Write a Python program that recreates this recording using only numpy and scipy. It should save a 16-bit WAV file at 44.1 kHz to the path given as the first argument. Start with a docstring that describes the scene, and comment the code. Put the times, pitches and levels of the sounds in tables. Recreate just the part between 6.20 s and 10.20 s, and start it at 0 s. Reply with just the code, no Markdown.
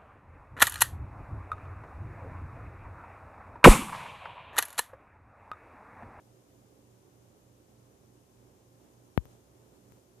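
"""A low, slowly beating hum fills a quiet room where a fan runs: mains hum and motor hum, close in
frequency, interfere over a soft rush of air and the hiss of two microphones. Late on, the left channel
jumps once with a dry, knock-like pop, then ticks twice faintly. The pops are electrical voltage steps,
so the room does not echo them."""
import sys
import numpy as np
from scipy import signal
from scipy.fft import rfft, irfft
from scipy.io import wavfile

SR = 44100
rng = np.random.default_rng(int(sys.argv[2]) if len(sys.argv) > 2 else 0)


def unload_audio(sound):
    """Save the sound as a 16-bit wav file, at the path given as the first command line argument."""
    columns = np.transpose(np.atleast_2d(sound))
    # keep every value between -1 and 1, then stretch to whole-number steps
    steps = np.round(np.clip(columns, -1, 1) * 32767)
    wavfile.write(sys.argv[1], SR, steps.astype(np.int16))


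N = 176400

# mains and motor hum, at twice the supply and shaft rates: pitch_hz, left_db, right_db
HUM_TONES = [(120.0, -70.5, -67), (116.67, -73.5, -69.5)]


def beating_hum(crest_s=.115):
    """Beats: two close tones, in phase at crest_s, swell at their difference frequency, about 3 Hz."""
    t, out = np.arange(N) / SR, np.zeros((2, N))
    for pitch_hz, left_db, right_db in HUM_TONES:
        out += amp([[left_db], [right_db]]) * np.cos(2 * np.pi * pitch_hz * (t - crest_s))
    return np.sqrt(2) * out  # rms to peak


# weaker tones of the motor and blades: pitch_hz, left_db, right_db
FAN_TONES = [(59, -78, -80), (94.2, -79, -74.5), (138, -85, -86), (191.2, -83.5, -77.5), (231, -79, -78.5),
             (288.7, -81.5, -74), (291.7, -82.5, -80), (355, -92.5, -81), (378, -85, -76),
             (522, -80, -75.5), (576, -82, -85), (975, -92.5, -94), (1053, -94, -88)]


def fan_tones(waver_rad=.3, waver_db=1.4, waver_hz=2.5):
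    """Phase and amplitude modulation: each tone of the motor and blades wavers slowly at random."""
    t, out = np.arange(N) / SR, np.zeros((2, N))
    for pitch_hz, left_db, right_db in FAN_TONES:
        phase = 2 * np.pi * (pitch_hz * t + rng.random()) + waver_rad * wander(waver_hz)
        swell = amp(waver_db * wander(waver_hz))
        out += amp([[left_db], [right_db]]) * swell * np.cos(phase)
    return np.sqrt(2) * out


# pops in the left channel: start_s, thump_db, tick_db
POP_EVENTS = [(2.9766, -5.5, -21.5), (3.0551, -38.5, -35), (3.7216, -43.5, -38)]
# spectrum of a voltage step after the input's bass cut: frequency_hz, relative_db
THUMP_SPECTRUM = [(12, -82), (28, -50), (40, -20), (50, -6.5), (62, -1.5), (105, 1), (200, -3.5),
                  (1000, -18.5), (2000, -26.5), (3200, -35), (4300, -43.5), (5300, -53.5), (10000, -94)]
# spectrum of the step's sharp edge: frequency_hz, relative_db
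TICK_SPECTRUM = [(500, -6), (5000, -13), (10000, -15), (14000, -1), (20000, -9)]


def electrical_pops():
    """Step response of a high-pass input: a voltage jump ticks at its edge and swings back as a thump."""
    out = np.zeros((2, N))
    thump, tick = impulse(THUMP_SPECTRUM), impulse(TICK_SPECTRUM)
    for start_s, thump_db, tick_db in POP_EVENTS:
        add(out[0], start_s, amp(thump_db) * thump - amp(tick_db) * tick)
    return out


# spectral density of the moving air: frequency_hz, left_db_per_hz, right_db_per_hz
AIR_SPECTRUM = [(20, -110, -110), (32.6, -110, -111), (44.6, -98.5, -89), (70, -91.5, -92),
                (106, -94, -89.5), (160, -92.5, -90), (270, -92, -87), (424, -91.5, -86), (483, -96.5, -93),
                (630, -102, -93.5), (980, -104, -99), (1410, -110, -105), (2080, -116, -112),
                (4000, -122, -118), (9000, -132, -130)]
# likeness of the air at the two microphones: frequency_hz, correlation (-1 to 1)
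AIR_CORRELATION = [(50, 0.68), (130, 0.84), (290, 0.49), (640, 0.51), (1000, -0.32), (1400, -.28),
                   (3000, 0.13)]


def air_rush():
    """Partial coherence: the broadband noise of moving air reaches both microphones partly alike."""
    return noise(AIR_SPECTRUM, AIR_CORRELATION)


# spectral density of the hiss: frequency_hz, left_db_per_hz, right_db_per_hz
HISS_SPECTRUM = [(500, -114, -115), (2000, -113.5, -115), (3240, -112, -113.5), (4360, -113.5, -115),
                 (5400, -108.5, -116.5), (6600, -106.3, -118.5), (7550, -108, -117.5), (8000, -111, -115),
                 (10400, -110, -117), (12100, -114.5, -116), (14300, -113.5, -115)]


def microphone_hiss():
    """Self-noise: each microphone adds its own hiss, uncorrelated with the other's."""
    return noise(HISS_SPECTRUM)


# slow drift of the background level: time_s, air_gain_db, hiss_gain_db
LEVEL_DRIFT = [(0, -1, -0.5), (2.15, -1.2, -0.46), (2.3, 1, -0.3), (2.45, -2.5, -1), (2.6, 0.5, 0.3),
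               (2.95, -1.5, 0), (3.12, 2.5, 2.5), (3.24, -0.5, -0.5), (3.5, 0.5, 0.5), (3.77, -1, 0.9),
               (3.87, -3.5, -1), (4, 0, -0.5)]


def background(flutter_hz=14, air_flutter_db=.6, hiss_flutter_db=.15):
    """Common amplitude modulation: air and hiss drift and flutter slightly together."""
    time_s, air_db, hiss_db = np.transpose(LEVEL_DRIFT)
    t, flutter = np.arange(N) / SR, wander(flutter_hz)
    air_gain = amp(np.interp(t, time_s, air_db) + air_flutter_db * flutter)
    hiss_gain = amp(np.interp(t, time_s, hiss_db) + hiss_flutter_db * flutter)
    return air_gain * air_rush() + hiss_gain * microphone_hiss()


def amp(db):
    """The decibel scale: 20 dB is a tenfold amplitude."""
    return 10 ** (np.asarray(db) / 20)


def read(table, hz, column=1):
    """Interpolation of one column of a spectrum table on a log-frequency axis."""
    columns = np.transpose(table)
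    return np.interp(np.log(hz + 1), np.log(columns[0] + 1), columns[column])


def add(mix, start_s, sound):
    """Superposition: a sound sums into the mix from start_s on."""
    part = mix[round(start_s * SR):][:len(sound)]
    part += sound[:len(part)]


def wander(rate_hz):
    """Low-passed noise: slow random motion of rms 1, up to about rate_hz."""
    hz = np.fft.rfftfreq(N, 1 / SR)
    lowpass = np.exp(-(hz / rate_hz) ** 2) * (hz > 0)
    motion = irfft(rfft(rng.standard_normal(N)) * lowpass, N)
    return motion / motion.std()


def noise(table, correlation=None):
    """Spectral shaping: white noise is filtered for each side; a shared part correlates the two."""
    hz = np.fft.rfftfreq(N, 1 / SR)
    left, independent = rfft(rng.standard_normal((2, N)))
    shared = np.clip(read(correlation, hz), -1, 1) if correlation else 0
    right = shared * left + np.sqrt(1 - shared ** 2) * independent
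    spectra = [left * amp(read(table, hz, column=1)), right * amp(read(table, hz, column=2))]
    return irfft(spectra, N) * np.sqrt(SR / 2)


def impulse(table, size=16384):
    """Minimum phase: the Hilbert transform of a log spectrum yields a causal pulse, scaled to peak 1."""
    hz = abs(np.fft.fftfreq(size, 1 / SR))
    log_gain = np.log(amp(read(table, hz)))
    spectrum = np.exp(np.conj(signal.hilbert(log_gain)))
    pulse = np.fft.ifft(spectrum).real[:size // 2]
    return pulse / abs(pulse).max()


def scene():
    """Linear superposition of the fan, the pops and the background."""
    return beating_hum() + fan_tones() + electrical_pops() + background()


def record(dry, cutoff_hz=14650):
    """Band limiting: a linear-phase low-pass filter removes the highest treble."""
    lowpass = signal.firwin(767, cutoff_hz, window=("kaiser", 8), fs=SR)
    return signal.oaconvolve(dry, lowpass[None], "same")


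dry = scene()
out = record(dry)
unload_audio(out)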